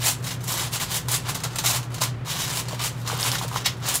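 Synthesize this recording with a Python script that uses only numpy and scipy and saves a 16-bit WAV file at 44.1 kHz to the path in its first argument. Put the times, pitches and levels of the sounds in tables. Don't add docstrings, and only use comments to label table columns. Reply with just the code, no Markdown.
import sys
import numpy as np
from scipy import signal
from scipy.fft import rfft, irfft, next_fast_len
from scipy.io import wavfile
from scipy.ndimage import uniform_filter1d

SR = 44100
rng = np.random.default_rng(int(sys.argv[2]) if len(sys.argv) > 2 else 0)


def master_out(mix):
    frames = np.transpose(np.atleast_2d(mix))
    ceiling = np.clip(frames, -1, 1)
    pcm = np.round(ceiling * 32767).astype(np.int16)
    wavfile.write(sys.argv[1], SR, pcm)


N = 176400

# t/s, length/s, level/dB, extra treble/dB, extra body/dB
PRESSES = [(0, 0.043, -30.5, -4, -3.5), (0.035, 0.055, -24, 2.5, -0.5), (0.091, 0.022, -32.5, 6.5, 1),
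           (0.228, 0.05, -37.5, 1, 4), (0.263, 0.025, -34, -1, -3), (0.303, 0.029, -40, 3.5, 2),
           (0.424, 0.01, -43.5, 10, 9), (0.46, 0.08, -32.5, 3.5, 3.5), (0.535, 0.1, -32, 1, 4.5),
           (0.634, 0.037, -34.5, -4, 1.5), (0.717, 0.045, -29, 0, 0.5), (0.792, 0.04, -28.5, -1, 1.5),
           (0.854, 0.05, -40, -8, -9), (0.895, 0.063, -30, -0.2, -0.5), (0.946, 0.028, -30, 2.5, -1.5),
           (1.086, 0.038, -34.5, 2, 5), (1.116, 0.04, -25, 0.5, -2.5), (1.244, 0.037, -34, -14, 3),
           (1.275, 0.03, -30.5, 0, 5), (1.348, 0.02, -39.5, 0, 10), (1.387, 0.032, -43, -2, 7),
           (1.435, 0.015, -34, -6, 11.5), (1.497, 0.053, -43, -7, 6), (1.552, 0.0091, -36, -7, 8.5),
           (1.58, 0.012, -33.5, 0, 7.5), (1.635, 0.015, -27, 2, 4), (1.651, 0.064, -26, 1, -2),
           (1.721, 0.051, -29.4, 1, 3), (1.904, 0.025, -44.5, -11, 4), (1.952, 0.12, -40.5, -4, 5),
           (2.009, 0.03, -27.5, 1.5, -0.5), (2.25, 0.055, -38.5, -3, 5), (2.277, 0.049, -30.5, -2, -3),
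           (2.329, 0.066, -34.5, -2, 4.5), (2.372, 0.077, -31.5, 0.5, -1), (2.452, 0.11, -33.5, -2, 1.5),
           (2.55, 0.049, -30.5, 0, -0.5), (2.648, 0.039, -42.5, -11, 6), (2.682, 0.078, -40, -5, 6.5),
           (2.782, 0.04, -31, -8, 1.5), (2.813, 0.06, -30, 1, -2), (2.96, 0.066, -52, 2, 5),
           (3.052, 0.087, -33, -5.5, 3), (3.133, 0.057, -35.5, -9, 4.5), (3.186, 0.035, -31, -0.5, 2),
           (3.228, 0.059, -26.5, -2, 1.5), (3.311, 0.046, -29.5, -3, 3), (3.407, 0.032, -34, -3.5, 7),
           (3.468, 0.012, -38, 2, 0), (3.504, 0.056, -38.5, -5, 7.5), (3.552, 0.022, -29, -4, 1.5),
           (3.594, 0.022, -38.5, -6, 6.5), (3.647, 0.017, -20, -15, -6), (3.816, 0.068, -37, -7, 6),
           (3.846, 0.1, -30, -1.5, -0.2), (3.937, 0.021, -30, 9.5, 0.5)]
ROOM_SAMPLES = 20000


def amp(db):
    return 10 ** (np.asarray(db) / 20)


def unit(x):
    return x / np.sqrt(np.mean(x ** 2) + 1e-20)


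def curve_at(points, hz):
    f, value = np.transpose(points)
    return np.interp(np.log(hz + 1), np.log(f + 1), value)


def add(mix, s, sound):
    at = round(s * SR)
    sound = sound[..., max(-at, 0):]
    part = mix[..., max(at, 0):][..., :sound.shape[-1]]
    part += sound[..., :part.shape[-1]]


def noise(gain):
    spectrum = rfft(rng.standard_normal(N), 2 * N)
    return unit(irfft(spectrum * gain(np.fft.rfftfreq(2 * N, 1 / SR)))[:N])


def drift(hz):
    return noise(lambda f: 1 / (1 + (f / hz) ** 4))


def room():
    # f/Hz, t60/s
    kitchen = [(200, 0.3), (1000, 0.24), (4000, 0.21), (8000, 0.18), (16000, 0.13)]
    size, early_decay_s, late_rise_s = ROOM_SAMPLES, .0087, .0065
    t = np.arange(size) / SR
    early = rng.standard_normal(size) * (rng.random(size) < .1) * np.exp(-t / early_decay_s)
    taps = rng.standard_normal(size) * (rng.random(size) < .15) * np.minimum(t / late_rise_s, 1)
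    hz, frame_s, spectra = signal.stft(taps, SR, nperseg=256)
    decay = amp(-60 * frame_s / curve_at(kitchen, hz)[:, None])
    late = signal.istft(spectra * decay, SR)[1][:size]
    path = amp(-2) * early / np.linalg.norm(early) + amp(-5) * late / np.linalg.norm(late)
    path[0] += amp(-8)
    return path / np.linalg.norm(path)


def reverb(sound, send_db):
    return amp(send_db) * signal.fftconvolve(sound, room())[:N]


def appliance():
    # f/Hz, rms level/dB, unsteady share
    hum = [(119.35, -34.5, 0.15), (129.2, -41.5, 0.87), (156.1, -44.5, 0.34), (181.6, -49, .6),
           (256.3, -53.5, 0.22), (382.4, -57, 0.46)]
    # t/s, relative level/dB
    ups_and_downs = [(0.0, -26), (0.05, -35), (0.11, -45), (0.15, -30.5), (0.98, -39), (1.11, -29),
                     (1.36, -43), (1.44, -32.5), (1.97, -30.5), (1.99, -45), (2.06, -24), (2.21, -37),
                     (3.3, -30.5), (3.35, -45), (3.41, -30), (3.78, -39.5), (3.82, -24), (4.0, -50)]
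    # f/Hz, relative level/dB
    rumble_colour = [(20, -19), (35, -13), (58, -3.5), (75, -2.5), (100, 0.5), (130, 6.5), (175, -4),
                     (210, -9.5), (420, -11.5), (700, -15.5), (1150, -15), (1700, -19), (3000, -26),
                     (6500, -40), (16000, -51)]
    waver_hz, wobble_depth = 5.4, .67
    t = np.arange(N) / SR
    tones = []
    for hz, db, unsteady in hum:
        waver = 1 - unsteady + unsteady * (drift(waver_hz) + 1j * drift(waver_hz)) / 2
        tone = waver * np.exp(2j * np.pi * (hz * t + rng.random()))
        tones.append(amp(db) * unit(tone.real))
    wobble = unit(amp(wobble_depth * np.interp(t, *np.transpose(ups_and_downs))))
    rumble = amp(-37) * noise(lambda f: amp(curve_at(rumble_colour, f)))
    return wobble * sum(tones[:2]) + sum(tones[2:]) + rumble


def tray_knocks():
    # t/s, level/dB
    knocks = [(2.729, -24.5), (3.129, -24), (3.447, -26.5)]
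    # f/Hz, level/dB, t60/s
    modes = [(488, -2, 0.045), (585, -2, 0.038), (815, -6, 0.04), (980, -1, .025)]
    rise_s = .0019
    out, t = np.zeros(N), np.arange(0, .08, 1 / SR)
    for start, db in knocks:
        ring = 0
        for hz, mode_db, t60 in modes:
            decay = amp(mode_db + rng.uniform(-2.3, 1.7) - 60 * t / t60)
            ring += decay * np.sin(2 * np.pi * (hz * t + rng.random()))
        add(out, start, amp(db) * np.minimum(t / rise_s, 1) * ring)
    return out + reverb(out, send_db=-9)


def panel_flex(db, hz):
    # multiple of the pitch, level/dB, t60/s
    modes = [(.6, -11, 0.016), (.8, -4.5, 0.015), (1, 1.5, 0.018), (1.25, -3.5, 0.018), (1.7, -8, 0.0082)]
    detune, rise_s = .037, .0011
    t = np.arange(0, .05, 1 / SR)
    ring = 0
    for ratio, mode_db, t60 in modes:
        mode_hz = hz * ratio * (1 + detune * rng.uniform(-1, 1))
        ring += amp(mode_db - 60 * t / t60) * np.sin(2 * np.pi * (mode_hz * t + rng.random()))
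    return amp(db) * np.minimum(t / rise_s, 1) * ring


def panel_pops():
    # t/s, relative level/dB, f/Hz
    pops = [(1.64, -27, 960), (1.699, -24, 880), (2.018, -22, 1000), (2.8, -25, 1090), (2.847, -25, 926),
            (3.099, -24, 1115), (3.116, -25, 890), (3.25, -29, 1015), (3.353, -23.5, 1440),
            (3.413, -24.5, 930), (3.514, -26, 1000), (3.56, -18.5, 1050)]
    flexes_per_s, tries, centre_hz, spread_octaves = 30, 6, 1000, .53
    out = np.zeros(N)
    for start, db, hz in pops:
        add(out, start, panel_flex(db + 2, hz))
    for start, length, db, _, body_db in PRESSES:
        for place, chance, size, pitch in rng.random((tries, 4)):
            hz = centre_hz * 2 ** (spread_octaves * (2 * pitch - 1))
            pop = panel_flex(db + body_db - 6 * (1 - size), hz)
            if chance < flexes_per_s * length / tries:
                add(out, start + place * length, pop)
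    return .91 * out + reverb(out, send_db=-6)


def facet_cracks():
    # t/s, peak level/dB, f/Hz
    cracks = [(.957, -16, 7000), (1.086, -21, 10000), (1.588, -17, 8500), (1.66, -14, 7000),
              (2.574, -20, 5500), (3.177, -22, 11000), (3.209, -14.5, 7400), (3.2296, -8.5, 4400),
              (3.317, -9, 4400), (3.356, -23, 6000), (3.66, -17, 7000)]
    decay_s = .00071
    out, t = np.zeros(N), np.arange(0, .008, 1 / SR)
    for start, db, hz in cracks:
        partials_hz = hz * 2 ** rng.uniform(-.515, .5, (6, 1))
        partials = np.sin(2 * np.pi * (partials_hz * t + rng.random((6, 1))))
        ring = partials.sum(0) * np.exp(-t / decay_s)
        add(out, start, amp(db) * ring / abs(ring).max())
    return out + reverb(out, send_db=-10)


def buckles(envelope, per_s):
    clump_s, clump_db, spread_db, ceiling_db, strain_s = .004, 3, 5, 16, .024
    n = len(envelope)
    clumps = unit(uniform_filter1d(rng.standard_normal(n), int(clump_s * SR)))
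    size = amp(np.minimum(spread_db * rng.exponential(1, n) + clump_db * clumps, ceiling_db))
    clicks = unit(size * rng.choice([-1, 1], n) * (rng.random(n) < per_s / SR))
    spent = uniform_filter1d(clicks ** 2, int(strain_s * SR))
    return unit(clicks / np.sqrt(spent + .1) * envelope) * np.sqrt(np.mean(envelope ** 2))


def settling():
    t = np.arange(N) / SR
    touched = (t < 2.06) | (t > 2.245)
    return amp(-56) * buckles(touched.astype(float), per_s=110)


def crease_snaps():
    # t/s, relative level/dB, treble offset/dB, build-up/s
    snaps = [(.306, -15.5, -10, 0.0022), (.405, -28.5, 0, 0.0018), (1.083, -14, 2.5, 0.0025),
             (1.115, -15, 9, 0.0017), (1.344, -16, 2.5, 0.0037), (1.435, -12.5, 3, 0.0022),
             (1.557, -15.5, 5, 0.0015), (1.585, -7.5, 1.5, 0.0014), (1.658, -7, 4, 0.002),
             (1.829, -21.5, -1, .001), (1.942, -18.5, 1, 0.0019), (2.012, -10.5, 1.5, 0.0043),
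             (2.499, -15.5, 3, 0.00093), (2.683, -18.5, -0.5, 0.0017), (3.074, -13.5, -0.5, .002),
             (3.316, -11, -2, 0.0016), (3.382, -15, 0, 0.0022), (3.658, -5.5, 0.5, 0.0017),
             (3.885, -11, 7.5, 0.0014)]
    out, t = np.zeros((3, N)), np.arange(0, .025, 1 / SR)
    for start, db, treble_db, build_s in snaps:
        burst = buckles(t / build_s * np.exp(1 - t / build_s), per_s=6000)
        band_db = np.array([[-12], [-11], [treble_db - 13]])
        add(out, start, amp(db + band_db) * burst)
    return out


def air_pocket(clicks):
    hz = 1050 * 2 ** (.54 * rng.uniform(-1, 1))
    ring = signal.lfilter(*signal.iirpeak(hz, Q=3.8, fs=SR), clicks)
    return amp(-2.5) * clicks + amp(1) * ring


def finger_presses():
    lead_s, release_s, sag_db = .015, .0073, -1.5
    usual_db, usual_per_s = -31, 1400
    out = np.zeros((3, N))
    for start, length, db, treble_db, body_db in PRESSES:
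        t = np.arange(-lead_s, length + 4 * release_s, 1 / SR)
        rise_s = .0046 + .13 * length
        attack = (1 + np.tanh(t / rise_s - .5)) / 2
        release = np.exp(-np.maximum(t - length, 0) / release_s)
        sag = amp(sag_db * (t / length - 1))
        per_s = usual_per_s * amp(.9 * (db - usual_db))
        clicks = amp(db) * buckles(attack * release * sag, per_s)
        bands = np.array([amp(body_db) * air_pocket(clicks), clicks, amp(treble_db) * clicks])
        add(out, start - lead_s, bands)
    return out


def crinkle(patches=14):
    # f/Hz, gain/dB
    foil_colour = [(100, -16), (250, -5), (500, -2.5), (700, -1.5), (1000, 3), (1300, 1), (1650, -2),
                   (2050, 0), (2450, -2), (3200, 2.5), (4200, 1.5), (5600, 0), (7500, 1.5), (8700, -3),
                   (10700, -2.5), (12000, -5), (15500, -6)]
    body_hz, treble_hz = 1550, 6000
    centre_hz, spread_octaves, resonance_db = 4280, 1.552, 5
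    clicks = settling() + finger_presses() + crease_snaps()
    size = next_fast_len(N + ROOM_SAMPLES)
    hz = np.fft.rfftfreq(size, 1 / SR)
    body = 1 / (1 + (hz / body_hz) ** 6)
    treble = 1 - 1 / (1 + (hz / treble_hz) ** 6)
    bands = np.array([amp(5.5) * body, amp(6) * (1 - body - treble), amp(6.5) * treble])
    fingers = 4 * drift(hz=5)
    patch = np.round(fingers + 1.3 * rng.standard_normal(N)) % patches
    spectrum = 0
    for k, octave in enumerate(rng.permutation(np.linspace(-spread_octaves, spread_octaves, patches))):
        peak = 1 / (1 + (np.log2((hz + 1) / centre_hz) - octave) ** 2 / .034)
        patch_clicks = (bands * rfft(clicks * (patch == k), size)).sum(0)
        spectrum += patch_clicks * amp(resonance_db * (peak - .22)) * rfft(room(), size)
    return irfft(spectrum * amp(curve_at(foil_colour, hz)), size)[:N]


def scene():
    return (crinkle() + facet_cracks() + panel_pops() + tray_knocks() + appliance())[None]


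def record(dry):
    lowpass = signal.firwin(301, cutoff=15700, window=("kaiser", 9), fs=SR)
    return signal.oaconvolve(dry, lowpass[None], "same")


dry = scene()
out = record(dry)
master_out(out)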